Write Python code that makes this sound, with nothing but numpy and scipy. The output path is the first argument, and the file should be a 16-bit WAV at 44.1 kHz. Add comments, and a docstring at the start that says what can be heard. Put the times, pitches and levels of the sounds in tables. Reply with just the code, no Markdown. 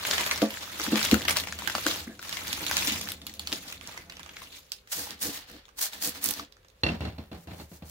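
"""Newspaper crumpled round a stone on a wooden table

Hands crumple and flatten newspaper: a crackle of tiny clicks over a smooth slide, with sharp snaps from single creases.
The wrapped stone knocks and drags on the table, a bank of ringing modes, and the sheet slips with a thin squeak.
Fingers brush grit off the stone in firm strokes and light returns of coloured grains and hiss.
Last, the bare stone is rocked on the wood: knocks, ringing clacks and crunch. Two close microphones, in a quiet room."""
import sys
import numpy as np
from scipy import signal
from scipy.io import wavfile
from scipy.ndimage import uniform_filter1d

SR = 44100
rng = np.random.default_rng(int(sys.argv[2]) if len(sys.argv) > 2 else 0)


def store_wav(level_fs):
    """Save 16-bit WAV to argv[1]."""
    pcm = np.round(np.clip(np.atleast_2d(level_fs), -1, 1) * 32767)
    wavfile.write(sys.argv[1], SR, pcm.T.astype(np.int16))


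N = 348390
BARE_S = 6.8  # from here the stone is on the wood without paper

# Single creases buckling: t/s, nominal peak/dB, pitch f/Hz, treble rms over peak/dB, decay/ms
SNAPS = [(0.0506, -16, 2390, -34, 2.2), (0.1109, -10.5, 3720, -26, 1.7), (0.1335, -20.5, 2860, -31, 3.7),
         (0.143, -30, 2580, -26, 2.2), (0.18, -15, 2000, -31, 2.3), (0.209, -13.5, 2480, -36, 0.86),
         (0.2626, -16, 2970, -17, 1.2), (0.3116, -12.5, 2200, -46, 2.7), (0.282, -29, 4000, -25, 1.5),
         (0.359, -21, 5200, -30, 1.5), (0.377, -17.5, 5870, -31, 0.82), (0.418, -6.5, 1390, -25, 0.3),
         (0.505, -23, 2760, -20, 1.7), (0.54, -24, 3520, -26, 0.85), (0.5716, -23, 1730, -33, 1.4),
         (0.6324, -28, 3000, -30, 1.1), (0.7975, -19.5, 2000, -22, 2.4), (0.865, -19.5, 1780, -31, 1.5),
         (0.957, -11.5, 3180, -40, 1.1), (0.9785, -11.5, 2000, -37, 0.49), (1.0136, -13, 1960, -29, 1),
         (1.028, -13.5, 4250, -18, 2), (1.05, -16.5, 5830, -19, 2.7), (1.1132, -3, 4070, -20, 0.55),
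         (1.14, -32, 4000, -18, 1.2), (1.1427, -10, 1420, -17, 1.3), (1.2087, -24, 1970, -22, 1.4),
         (1.2188, -20, 3040, -23, 1), (1.2514, -21, 1700, -23, 2.7), (1.28, -16, 3050, -21, 4.5),
         (1.2835, -8, 2180, -25, 1.2), (1.291, -19.5, 1950, -32, 5.7), (1.296, -7, 2010, -17, 0.8),
         (1.3071, -13.5, 2620, -33, 1.6), (1.364, -19, 2000, -21, 2.7), (1.369, -8.5, 5800, -15.5, 1.2),
         (1.374, -25, 1980, -16, 2), (1.381, -34, 4500, -10, 0.95), (1.392, -35, 2000, -25, 1.3),
         (1.3994, -10.5, 4200, -19, 0.53), (1.437, -23.5, 2570, -27, 1.2), (1.472, -22, 1900, -34, 1.4),
         (1.4849, -26.5, 2130, -33, 3), (1.5243, -18.5, 1460, -32, 1.4), (1.5886, -17.5, 3100, -17, 0.72),
         (1.6208, -25.5, 890, -33, 2.1), (1.6742, -15, 1470, -23, 2.7), (1.6976, -22, 1480, -22, 3),
         (1.7511, -9.5, 1110, -28, 1.26), (1.7816, -18.5, 830, -34, 1.4), (1.8645, -11, 1520, -18, 2.3),
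         (1.873, -22, 2450, -21, 2), (1.8842, -36, 7000, -29, 1.2), (1.9075, -42, 3280, -13, 1.4),
         (2.1926, -30, 1450, -36, 2.2), (2.216, -33, 4000, -16, 1.1), (2.227, -27.5, 1400, -15, 1),
         (2.249, -32, 1220, -25, 1.2), (2.275, -36, 3830, -25, 1.8), (2.293, -21.5, 3580, -16, 1.4),
         (2.3262, -23, 3370, -41, 3.4), (2.37, -19, 2230, -50, 1.9), (2.471, -22.5, 3730, -13, 1.3),
         (2.48, -19, 3800, -13, 0.88), (2.5289, -15.5, 4450, -17, 2.4), (2.546, -40, 4000, -16, 1),
         (2.6652, -9.5, 2930, -27, 0.5), (2.712, -12, 1420, -21, 1.46), (2.7682, -7, 4940, -17.5, 1.35),
         (2.793, -24, 2150, -11, 1.3), (2.823, -16, 2600, -29, 1.3), (2.829, -20, 3600, -25, 1.5),
         (2.8724, -13.5, 5600, -30, 2.3), (2.878, -17, 3900, -13, 1.2), (2.921, -12, 3440, -17, 0.56),
         (3.0115, -23.5, 5430, -16.5, 2.9), (3.0735, -23, 1800, -32, 1), (3.088, -17, 3960, -17, 1),
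         (3.103, -28, 4500, -11, 1), (3.1187, -22, 3520, -11, 1.8), (3.216, -36.5, 3670, -26, 4.9),
         (3.267, -25.5, 4230, -15, 3.2), (3.276, -34, 4000, -20, 1), (3.295, -31, 4190, -25, 2.1),
         (3.3387, -32, 3600, -6, 1.5), (3.3945, -18.5, 4150, -16.5, 1.3), (3.4723, -18, 3500, -28, 1.8),
         (3.519, -22, 3520, -23, 1.6), (3.5268, -9.5, 3900, -25, 1.2), (3.5543, -48, 3700, -25, 1.2),
         (3.7244, -26.5, 2800, -19, 3), (3.8114, -24, 3700, -32, 0.56), (3.8735, -24.5, 6800, -23, 1.5),
         (3.9753, -26.5, 2000, -33, 2.5), (4.0976, -30.5, 4060, -28, 2.4), (4.122, -29, 3030, -25, 1.1),
         (4.1683, -31, 3280, -36, 1.8), (4.1946, -28, 1180, -26, 1.2), (4.231, -31, 3630, -19, 1.2),
         (4.261, -35, 1200, -35, 2.4), (4.2918, -32.5, 2730, -35, 2.3), (4.3672, -29.5, 1980, -39, 3),
         (4.419, -26, 1090, -30, 0.61), (4.7188, -15.5, 4760, -17.5, 1.16), (4.8734, -39.5, 2100, -24, 1.8),
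         (5.654, -36, 3440, -26, 1.1), (5.682, -39, 1210, -32, 0.99), (5.689, -44, 1230, -28, 2.9),
         (6.5228, -42.5, 4860, -28, 3.7), (6.567, -46.5, 1490, -29, 2.6), (6.594, -64, 1500, -25, 1.8),
         (6.63, -57, 3500, -24, 2), (6.647, -49, 1300, -30, 2.8), (6.684, -44.5, 5450, -22, 1.5),
         (6.7, -51, 4500, -22, 2.3)]
# Blows on the table: t/s, relative strength/dB, deep modes over upper/dB, middle modes over upper/dB,
# contact/ms, relative stone clack over strength/dB
KNOCKS = [(0.419, -15, -17, -5, 1.1, -40), (0.428, -25, -25, 0.5, 3.5, -26),
          (0.796, -30.5, -23, -32, 0.68, -31), (0.872, -32, -10, -1, 3., -35),
          (0.921, -20, -8, -1.5, 2.6, -16), (0.937, -29, -11, 6, 6.9, -34), (1.12, -15.5, 7, 1.5, 2.3, -32),
          (1.747, -45.5, -23, 0.5, 3.6, -32), (1.859, -22, -12, -6.5, 0.53, -20),
          (2.067, -42, -14, 4, 2.8, -37), (2.088, -41.5, -18, 1.5, 3.6, -27),
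          (2.606, -38.5, -12, -13, 1.2, -30), (2.873, -35, -10, -1.5, 1.8, -30),
          (2.91, -49, -13, 12, 4.1, -30), (3.522, -35.5, -31, -7.5, 2.2, -37),
          (6.834, -28, 12, -26, 2.1, 2), (6.842, -36, 5, -8, 1.8, -4), (6.864, -30.5, -4, -21, 1.4, 2.5),
          (6.886, -37.5, 4, -22, 3.1, 5.5), (6.907, -42, 10, 10, 4.5, -8), (7.007, -35, 4, -9, 0.81, -6),
          (7.027, -40, -8, 9, 0.79, -16), (7.051, -39, -1, -15, 2.2, -10), (7.069, -51, 3, -12, 1.8, 2),
          (7.182, -41, 23, 5.5, 1.5, -6.5), (7.315, -39.5, -8, 1, 1.1, -10.5),
          (7.344, -49, 10, 5, 0.84, -23), (7.473, -43, 15, -9, 0.77, -11), (7.49, -60, 5, -8, 2.1, -18),
          (7.506, -47.5, 5, -12, 0.76, -16), (7.531, -51, 2, -4, 0.99, -14), (7.599, -49, 7, -8, 1.3, -6),
          (7.624, -62, 29, -8, 3.4, -20), (7.716, -47, 28, -23, 0.95, -26),
          (7.822, -44.5, 27, -18, 1, -14.5)]


def rustle():
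    """Countless small creases click while the sheets slide; each snap leaves a short trail of crackle."""
    # How hard the paper is worked: t/s, crackle level/dB before the fullness below
    effort = [(0, -41.5), (.08, -33.5), (.3, -37.5), (.47, -46), (.77, -43), (.83, -33), (.89, -39),
              (1.01, -32.5), (1.13, -38), (1.25, -47.5), (1.39, -38), (1.44, -52), (1.65, -43.5),
              (1.82, -39.5), (1.88, -32.5), (2.0, -40), (2.08, -53.5), (2.2, -59.5), (2.225, -49),
              (2.26, -46.5), (2.33, -41), (2.6, -41.5), (2.85, -32), (3.04, -41), (3.12, -49),
              (3.16, -60.5), (3.44, -56.5), (3.54, -41.5), (3.6, -49), (3.71, -44), (3.8, -59),
              (3.89, -50.5), (3.98, -53), (4.06, -62), (4.3, -64), (4.4, -51.5), (4.49, -55), (4.57, -46.5),
              (4.63, -64), (4.78, -60), (4.85, -78), (4.9, -61), (5.75, -89), (6.47, -71), (6.6, -96),
              (6.635, -82), (6.73, -87), (6.82, -64)]
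    # Colour of the paper crackle: f/Hz, filter gain/dB
    paper = [(240, -16.5), (400, -11.5), (606, -10), (707, -13.5), (877, -9.5), (3780, -5.5), (6990, -15.5),
             (8150, -24.5), (15100, -26), (15800, -27)]
    # Body as other folds are worked: t/s, gain of the part under 2.5 kHz/dB
    fullness = [(0, 2.5), (.3, 5.5), (.6, 2), (1., 3.5), (1.4, 3.5), (1.8, 0.5), (2.1, 0), (2.45, 3.5),
                (2.9, -1.5), (3.3, -1), (3.6, -1.5), (3.95, 6.5), (4.3, 9.5), (4.55, -4), (6.6, -8)]
    settle_db, settle_db_per_s = -29, 420  # trail under the snap's peak, and its fall
    treble_db, treble_follows = -43.5, 1  # treble at the usual crackle level, dB per dB of crackle

    clicks = grains(per_s=700, spread_db=5.0, clump_db=3.5, clump_ms=8.6, smooth_db=6.5, ms=0.8, cycles=2.2)
    crackle = colour(patchy(clicks), paper)
    s, peak_db = np.transpose(SNAPS)[:2]
    trail = dying(s, peak_db + settle_db, settle_db_per_s)
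    db = decibels(amp(level(effort)) + trail)
    balanced = tilted(crackle, 7300, db, following(db, treble_db, treble_follows))
    low, high = split(balanced, 2500)
    return amp(level(fullness)) * low + high


def snaps(rows):
    """A sudden release: a burst of a few milliseconds, ringing its surroundings for a cycle or two."""
    rise_ms, ring_cycles = 0.35, 1.5
    broad_db = -0.5  # unpitched part, ahead of the 0.5 share of the ring
    crest_db = 13.5  # peak of a burst over its rms
    pan_db, pan_db_per_s, pan_scatter_db = 3.5, -1.48, 4  # events wander from left to right

    out, t = np.zeros((2, N + 800)), np.arange(700) / SR
    chance = rng.standard_normal((len(rows), 4, len(t)))
    for (s, db, hz, treble_db, ms), (a, b, c, d) in zip(rows, chance):
        pan = pan_db + pan_db_per_s * s + pan_scatter_db * d[1]
        burst = np.exp(-t * 1000 / max(ms, .3)) * (1 - np.exp(-t * 1000 / rise_ms))
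        ring = np.sin(2 * np.pi * hz * t) * np.exp(-t * hz / ring_cycles)
        pitched = split(np.convolve(a * burst, ring)[:len(t)], 600)[1]
        pitched *= np.linalg.norm(burst) / np.linalg.norm(pitched)
        broad = split(split(b, 7500)[0], hz / 3 + 300)[1] * burst
        body = .5 * pitched + amp(broad_db) * broad
        body *= np.linalg.norm(burst, 4) / np.linalg.norm(body, 4)  # fourth powers favour the peaks
        treble = amp(treble_db + crest_db) * split(c, 7500)[1] * burst
        at = round(s * SR)
        lag = 5 - 2 * np.clip(pan, -4, 4)  # further left: the left side hears it sooner
        out[:, at:at + len(t)] += amp(db) * place(body + treble, pan, lag)
    return out[:, :N]


def table():
    """Blows and dragging weight drive one plate; each blow sets the share of each family of modes."""
    # Table top: f/Hz, relative level/dB, t60/s
    plate = [(74.4, -8.5, 0.25), (100.3, -6.5, 0.077), (125, -13.5, 0.083), (171, -9, 0.053),
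             (215.2, 3.5, 0.19), (255.7, 3, 0.13), (307, 0.5, 0.12), (343.4, -3, 0.15), (371, 1, 0.037),
             (431.7, -10.5, 0.16), (485.4, -9, 0.14), (550, -16.5, 0.28), (632, -39, 0.1), (671, -11, 0.15),
             (722, -19.5, 0.18), (742, -14.5, 0.075), (860, -27.5, 0.34), (966, -35, 0.14),
             (1160, -21, 0.06)]
    # Ring of the stone: f/Hz, relative level/dB, t60/s
    stone = [(1550, -24, .02), (1870, -19, 0.03), (2480, -21, 0.017), (2645, -17, .03), (2725, -12, 0.04),
             (2820, -18, .03), (3050, -21, 0.019), (3380, -19, .022), (3560, -22, .02), (3880, -17, 0.018),
             (4300, -10, 0.025), (4860, -24, .015), (5550, -28, 0.02)]
    # The wrapped weight dragging over the table top: t/s, level/dB
    dragging = [(0.0, -58), (0.34, -52), (0.57, -59), (0.82, -56), (1.08, -48), (1.24, -44), (1.51, -53),
                (1.96, -52), (2.13, -59.5), (2.32, -57.5), (2.88, -46), (3.08, -51), (3.25, -55.5),
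                (4.26, -61), (4.57, -68.5), (4.9, -103)]
    # The bundle comes to rest and stills the table top: t/s
    settled = [0.499, 1.178]
    stilled, still_db_per_s = 0.94, 62  # gain taken from the free 1.5, and how fast the hold eases
    deep_hz, upper_hz = 190, 300  # borders of the mode families
    chip_ms, scratch_db = 2.6, 5  # decay of the rough contact; its gain ahead of band filters
    ring_follows = 0.11  # light blows ring the stone less: extra dB per dB of clack
    drag_deep_db, press_wood_db, press_deep_db = 2, 3.5, -0.5  # drag; hand pressure through the arm
    grind_deep_db, grind_wood_db, grind_stone_db = 6, 0, -11  # deep modes, other modes, stone over the crunch
    chatter_db, chatter_db_per_s = -17.5, 247  # the wrapped stone chatters on: over the blow, and its fall
    bare_hz, bare_db = 293, 0.5  # upper wood gain once the stone is bare

    deep = [m for m in plate if m[0] < deep_hz]
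    middle = [m for m in plate if deep_hz < m[0] < upper_hz]
    upper = [m for m in plate if m[0] > upper_hz]

    push, (hard, ringing) = np.zeros((3, N + 800)), np.zeros((2, N + 800))
    n = np.arange(300)
    chip_shape = np.exp(-n / SR * 1000 / chip_ms) * np.minimum(n / 40, 1)
    chips = rng.standard_normal((len(KNOCKS), 300)) * chip_shape  # every clack differs
    tap = signal.windows.hann(300) * np.exp(-n / 6) * 200
    for (s, db, deep_db, middle_db, ms, clack_db), chip in zip(KNOCKS, chips):
        blow = np.gradient(signal.windows.hann(round(ms * SR / 1000) + 2))  # pressed in, then released
        at = round(s * SR)
        push[:, at:at + len(blow)] -= amp(db - 8) * amp([[deep_db], [middle_db], [0]]) * blow
        hard[at:at + len(chip)] += amp(db - 12 + clack_db) * chip
        ring_db = following(db + clack_db, -25, 1 + ring_follows)
        ringing[at:at + len(chip)] += amp(ring_db) * (chip / 5 + tap)

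    swell = amp(1.8 * evened(uniform_filter1d(rng.standard_normal(N), 900)))
    bumps = np.gradient(rng.standard_normal(N)) * swell
    press = strokes()[-1]
    load = amp(level(dragging)) + amp(press_wood_db) * press
    deep_load = amp(level(dragging) + drag_deep_db) + amp(press_deep_db) * press
    deep_load += amp(rocking() + grind_deep_db)
    drag = load * evened(modes(middle + upper, bumps)) + deep_load * evened(modes(deep, bumps))

    s, db = np.transpose([k[:2] for k in KNOCKS if k[0] < BARE_S])
    chatter = dying(s, db + chatter_db, chatter_db_per_s) * evened(modes(upper, bumps))
    hold = uniform_filter1d(np.minimum(dying(settled, 0, still_db_per_s), 1), 400)
    free = 1.5 - stilled * hold
    blows = sum(map(modes, [deep, middle, upper], push))
    rocked = amp(rocking() + grind_wood_db) * evened(modes(middle + upper, np.cumsum(bumps)))
    wood = free * (blows + chatter) + drag + rocked
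    bare = wood * (np.arange(N) > BARE_S * SR)
    wood += (amp(bare_db) - 1) * split(bare, bare_hz)[1]

    scratch = split(split(hard[:N], 3200)[0], 1300)[1]
    clack = modes(stone, ringing) + amp(scratch_db) * scratch
    clack += amp(rocking() + grind_stone_db) * evened(modes(stone, bumps))
    return place(wood, -0.27, 5.3) + place(clack, -3.1, 15)


def brush():
    """Skin slides over gritty rock: dense hiss of grains, and a dull rub in the hand."""
    # Colour of the grit: f/Hz, filter gain/dB
    grit = [(290, -27), (500, -7), (800, -3.5), (1300, -4.5), (1800, 0), (2300, -3.5), (4400, 0),
            (5010, -2.5), (7370, -6.5), (8390, -8), (15300, -6.5)]
    # Hollow of the hand holding the stone: f/Hz, relative level/dB, t60/s
    palm = [(286, 16, 0.4), (387, 12, 0.034), (485, 5, 0.088), (556, -28, 0.0078)]
    # Faint high hiss while the stone is turned in the hands: t/s, level/dB
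    turning = [(7.3, -93), (7.378, -60), (7.444, -60), (7.466, -80), (7.494, -64), (7.618, -51),
               (7.676, -66), (7.718, -55.5), (7.764, -53), (7.83, -77), (7.856, -55), (7.9, -46)]
    late_body_db = -12.5  # lower part of that hiss under its high part

    slide = grains(per_s=1600, spread_db=4.0, ms=0.21, cycles=0.8, smooth_db=4.0, clump_db=3.5, clump_ms=6.)
    hiss = colour(slide, grit)
    rub = place(evened(modes(palm, hiss[0])), 0.1, 9.8)
    high, body, press = strokes()
    graze = amp(level([(BARE_S, -200)] + turning))
    low_db = decibels(body + amp(late_body_db) * graze)
    return tilted(hiss, 5280, low_db, decibels(high + graze)) + press * rub


def strokes():
    """Gains of hiss, body and pressure: each stroke lands fast and fades; its pressure is one late hump."""
    # Firm strokes and light returns: start t/s, hiss level/dB, length/s, pressure on the stone/dB
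    fingers = [(4.921, -32, 0.3, -50), (5.103, -52, 0.068, -56.5), (5.222, -29, 0.16, -44.5),
               (5.338, -40, 0.15, -61.5), (5.485, -54.5, 0.2, -55.5), (5.792, -33.5, 0.01, -75),
               (5.815, -24.5, .1, -67), (5.925, -45, 0.16, -63), (6.027, -26.5, 0.14, -48.5),
               (6.152, -44, 0.096, -59.5), (6.236, -29.5, 0.18, -49.5), (6.371, -45.5, 0.12, -53)]
    land_db_per_s, lift_db = 982, -49.5  # swell up to the start; fade after one length
    lift_shape = 2.15  # higher: the stroke holds, then stops more suddenly
    body_db, body_follows = -44.5, 0.47  # body at the usual hiss level, dB per dB of hiss
    press_late, press_s = 0.29, 0.041  # hump centre as a share of the length; its width

    s, db, length, press_db = np.transpose(fingers)[:, :, None]
    t = np.arange(N) / SR - s
    land_db = land_db_per_s * np.minimum(t, 0)
    sliding_db = db + lift_db * (np.maximum(t, 0) / length) ** lift_shape
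    hiss = amp(land_db + sliding_db).sum(0)
    body = amp(land_db + following(sliding_db, body_db, body_follows)).sum(0)
    hump = np.exp(-((t - press_late * length) / press_s) ** 2)
    return hiss, body, (amp(press_db) * hump).sum(0)


def grind():
    """Rough rock crunches on the wood after each bare blow and while it scuffs."""
    # Colour of the crunch: f/Hz, filter gain/dB
    tone = [(180, -18.5), (300, -8.5), (772, -10.5), (1230, -18), (2390, -19), (2720, -20), (5740, 0.5),
            (15800, 14)]
    treble_db, treble_follows = -60, 0.32  # treble at the usual crunch level, dB per dB of crunch
    rough = grains(per_s=1400, spread_db=-3.5, clump_db=5.5, clump_ms=4.1, ms=2.3, cycles=1.7, smooth_db=4.)
    return tilted(colour(rough, tone), 3200, rocking(), following(rocking(), treble_db, treble_follows))


def rocking():
    """Crunch level in dB: each blow of the bare stone adds a dying burst, and scuffing sustains it."""
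    # The bare stone scuffing along the wood between blows: t/s, level/dB
    scuff = [(6.8, -120), (7.01, -66), (7.035, -53), (7.08, -54), (7.13, -84), (7.46, -83), (7.51, -57),
             (7.56, -69), (7.6, -49), (7.66, -80)]
    grind_db, grind_db_per_s = -6, 217  # crunch over the blow that starts it, and its fall
    s, db = np.transpose([k[:2] for k in KNOCKS if k[0] > BARE_S])
    return decibels(dying(s, db + grind_db, grind_db_per_s) + amp(level(scuff)))


def squeak():
    """A narrow fuzzy tone follows the slip of the sheet after a thud."""
    # One list per slip: t/s, pitch f/Hz, level/dB
    slips = [
        [(2.062, 700, -73), (2.074, 1310, -45), (2.08, 2220, -42), (2.088, 2670, -66)],
        [(2.088, 1610, -52), (2.105, 1635, -47), (2.13, 1710, -53), (2.15, 1560, -63)],
    ]
    blur_hz = 120  # bandwidth of the fuzz
    out, t = np.zeros(N), np.arange(N) / SR
    for rows in slips:
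        s, hz, db = np.transpose(rows)
        r = np.exp(-np.pi * blur_hz / SR)
        blur = evened(signal.lfilter([1], [1, -r], rng.standard_normal(N)))
        turn = 2 * np.pi * np.cumsum(np.interp(t, s, hz)) / SR
        gain = amp(np.interp(t, s, db, left=-200, right=-200))
        out += gain * (.4 * np.sin(turn) + blur * np.cos(turn))
    return place(out, 0, 4.3)


def room(x):
    """Dense echoes, each band dying at its own speed."""
    # Decay of the room: f/Hz, t60/s
    decay = [(200, .14), (1000, .13), (4000, .15), (12000, .11)]
    hz, t, z = signal.stft(rng.standard_normal((2, SR // 2)), SR, nperseg=128)
    tail = signal.istft(z * amp(-60 * t / read(decay, hz)[:, None]), SR, nperseg=128)[1]
    onset = np.minimum(np.arange(tail.shape[1]) / 300, 1)
    low, high = split(tail * onset, 340)
    tail = high + 0.6 * low.mean(0) + 0.4 * low  # long waves reach both microphones more alike
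    return signal.oaconvolve(x, tail / np.linalg.norm(tail[0]), axes=1)[:, :N]


def air():
    """Steady hush of the room: coloured noise with its bass common to both sides."""
    # Quiet room: f/Hz, filter gain/dB
    hush = [(18, -1), (30, 16.5), (86, -4), (294, -16.5), (523, -8), (662, -18), (1340, -17), (2460, -19),
            (3740, -21.5), (7990, -33), (15800, -32)]
    noise = rng.standard_normal((3, N))
    shared, separate = split(noise[:1], 680)[0], split(noise[1:], 350)[1]
    return amp(-56.5) * evened(colour(shared + separate, hush))


def grains(per_s, spread_db, clump_db, clump_ms, ms, cycles, smooth_db, count=14, order=3):
    """Small releases in clumps, each spot with its own pitch and bearing, over a smooth slide."""
    drift = evened(uniform_filter1d(rng.standard_normal(N), round(clump_ms * SR / 1000)))
    clumps = amp(clump_db * drift)
    size = amp(spread_db * np.minimum(rng.exponential(1, N), order))  # order caps the spread
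    size = size * (rng.random(N) < per_s / SR * clumps)
    spot, t, out = rng.integers(0, count, N), np.arange(400) / SR, np.zeros((2, N))
    for k, hz in enumerate(np.geomspace(800, 13000, count)):
        burst = rng.standard_normal(len(t)) * np.exp(-t * 1000 / ms)
        ring = np.sin(2 * np.pi * hz * t) * np.exp(-t * hz / cycles)
        grain = 0.43 * burst / np.linalg.norm(burst) + np.sqrt(hz / 4000) * ring / np.linalg.norm(ring)
        clicks = signal.oaconvolve(size * (spot == k), grain)[:N]
        out += place(clicks, 1.4 * rng.standard_normal(), rng.integers(-4, 14))
    slide = rng.standard_normal((2, N)) * np.sqrt(clumps)
    crossed = slide + 0.11 * np.roll(slide[::-1], 6, axis=1)  # each side leaks late into the other
    return evened(out) + amp(smooth_db) * evened(crossed)


def patchy(x):
    """Random bright and dull spots drift over time and pitch, as each fold colours the crackle."""
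    patch_db, patch_hz, patch_ms = 2.5, 1200, 15
    z = signal.stft(x, nperseg=256, noverlap=192)[2]
    spots = rng.standard_normal(z.shape[:0:-1]).T
    spots = uniform_filter1d(spots, max(round(patch_hz * 256 / SR), 1), axis=0)
    spots = evened(uniform_filter1d(spots, max(round(patch_ms / 1000 * SR / 64), 1), axis=1))
    return evened(signal.istft(z * amp(patch_db * spots), nperseg=256, noverlap=192)[1][:, :N])


def modes(bank, drive):
    """Each mode rings from the drive; neighbours start in opposite directions."""
    t = np.arange(SR // 2) / SR
    ring = np.zeros(len(t))
    for k, (hz, db, t60) in enumerate(bank):
        ring += (-1) ** k * amp(db - 60 * t / t60) * np.sin(2 * np.pi * hz * t)
    return signal.oaconvolve(drive, ring)[:N]


def colour(x, points):
    """Causal minimum-phase filter with the given gain curve."""
    hz = abs(np.fft.fftfreq(4096, 1 / SR))
    log_gain = np.log(amp(np.maximum(read(points, hz), -80)))
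    taps = np.fft.ifft(np.exp(np.conj(signal.hilbert(log_gain)))).real[:2048]
    return signal.oaconvolve(x, taps[None], axes=1)[:, :N]


def split(x, hz):
    """Parts below and above hz, which add up to x."""
    low = signal.sosfiltfilt(signal.butter(3, hz, fs=SR, output="sos"), x)
    return low, x - low


def tilted(x, hz, low_db, high_db):
    """Sets the level on each side of hz."""
    low, high = split(x, hz)
    return amp(low_db) * evened(low) + amp(high_db) * evened(high)


def place(x, pan_db, lag):
    """Left over right by pan_db; the left microphone hears the sound lag samples late."""
    sides = np.array([np.roll(x, int(lag)), x])
    return sides * amp([pan_db / 2, -pan_db / 2]).reshape(2, -1)


def dying(s, db, db_per_s):
    """Gain that jumps up at each event and falls steadily in dB."""
    kicks = np.zeros(N)
    kicks[np.round(np.multiply(s, SR)).astype(int)] = amp(db)
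    return signal.lfilter([1], [1, -amp(-db_per_s / SR)], kicks)


def following(db, usual_db, share):
    """Moves from usual_db by a share of another level's swing about -40 dB; stops when that is silent."""
    return np.where(db > -100, usual_db + share * (db + 40), -200)


def level(rows):
    """A level curve at every sample, silent after its end."""
    return np.interp(np.arange(N) / SR, *np.transpose(rows), right=-200)


def read(points, hz):
    """Reads a curve on a logarithmic frequency axis."""
    f, value = np.transpose(points)
    return np.interp(np.log(hz + 1), np.log(f + 1), value)


def evened(x):
    """Scales to an rms of one."""
    return x / np.sqrt(np.mean(x ** 2) + 1e-20)


def amp(db):
    """Decibels to gain."""
    return 10 ** (np.asarray(db) / 20)


def decibels(gain):
    """Gain to decibels, with a floor at -120 dB."""
    return 20 * np.log10(gain + 1e-6)


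def scene():
    """Paper, stone and hands over the table, with their echoes and the hush of the room."""
    # Grains of grit catching under the fingers: t/s, nominal peak/dB, pitch f/Hz,
    # treble rms over peak/dB, decay/ms
    catches = [(5.0718, -23.5, 900, -26, 0.77), (5.107, -20, 5000, -20, 0.89),
               (5.221, -27.5, 6000, 1.5, 1.1), (5.515, -40, 5000, -9, 1.2), (5.9317, -30, 3900, -29, 3.2),
               (6.074, -28, 7000, 4, 1), (6.093, -33, 7000, 5, 1), (6.241, -27.5, 7000, 7, 1.1),
               (6.259, -17.5, 6000, -6, 1.2), (6.2877, -20.5, 7500, -8.5, 2.2),
               (6.3084, -26.5, 3650, -1, 2.5), (6.338, -19.5, 5030, -17, 1.2), (6.395, -25, 1180, -37, 3.7),
               (6.427, -44, 6500, -22, 1.1), (6.449, -34, 5830, -29, 0.71)]
    paper = rustle() + snaps(SNAPS) + squeak()
    stone = snaps(catches) + brush() + grind()
    near, wood = paper + stone, table()
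    echoes = room(amp(-8.5) * near + amp(-14) * wood)
    return near + wood + echoes + air()


def record(dry):
    """The microphones drop the deepest bass; then the band limit."""
    thin = signal.sosfilt(signal.butter(3, 60, "high", fs=SR, output="sos"), dry)
    band_limit = signal.firwin(511, 15850, window=("kaiser", 7), fs=SR)
    return signal.oaconvolve(thin, band_limit[None], "same")


dry = scene()
out = record(dry)
store_wav(out)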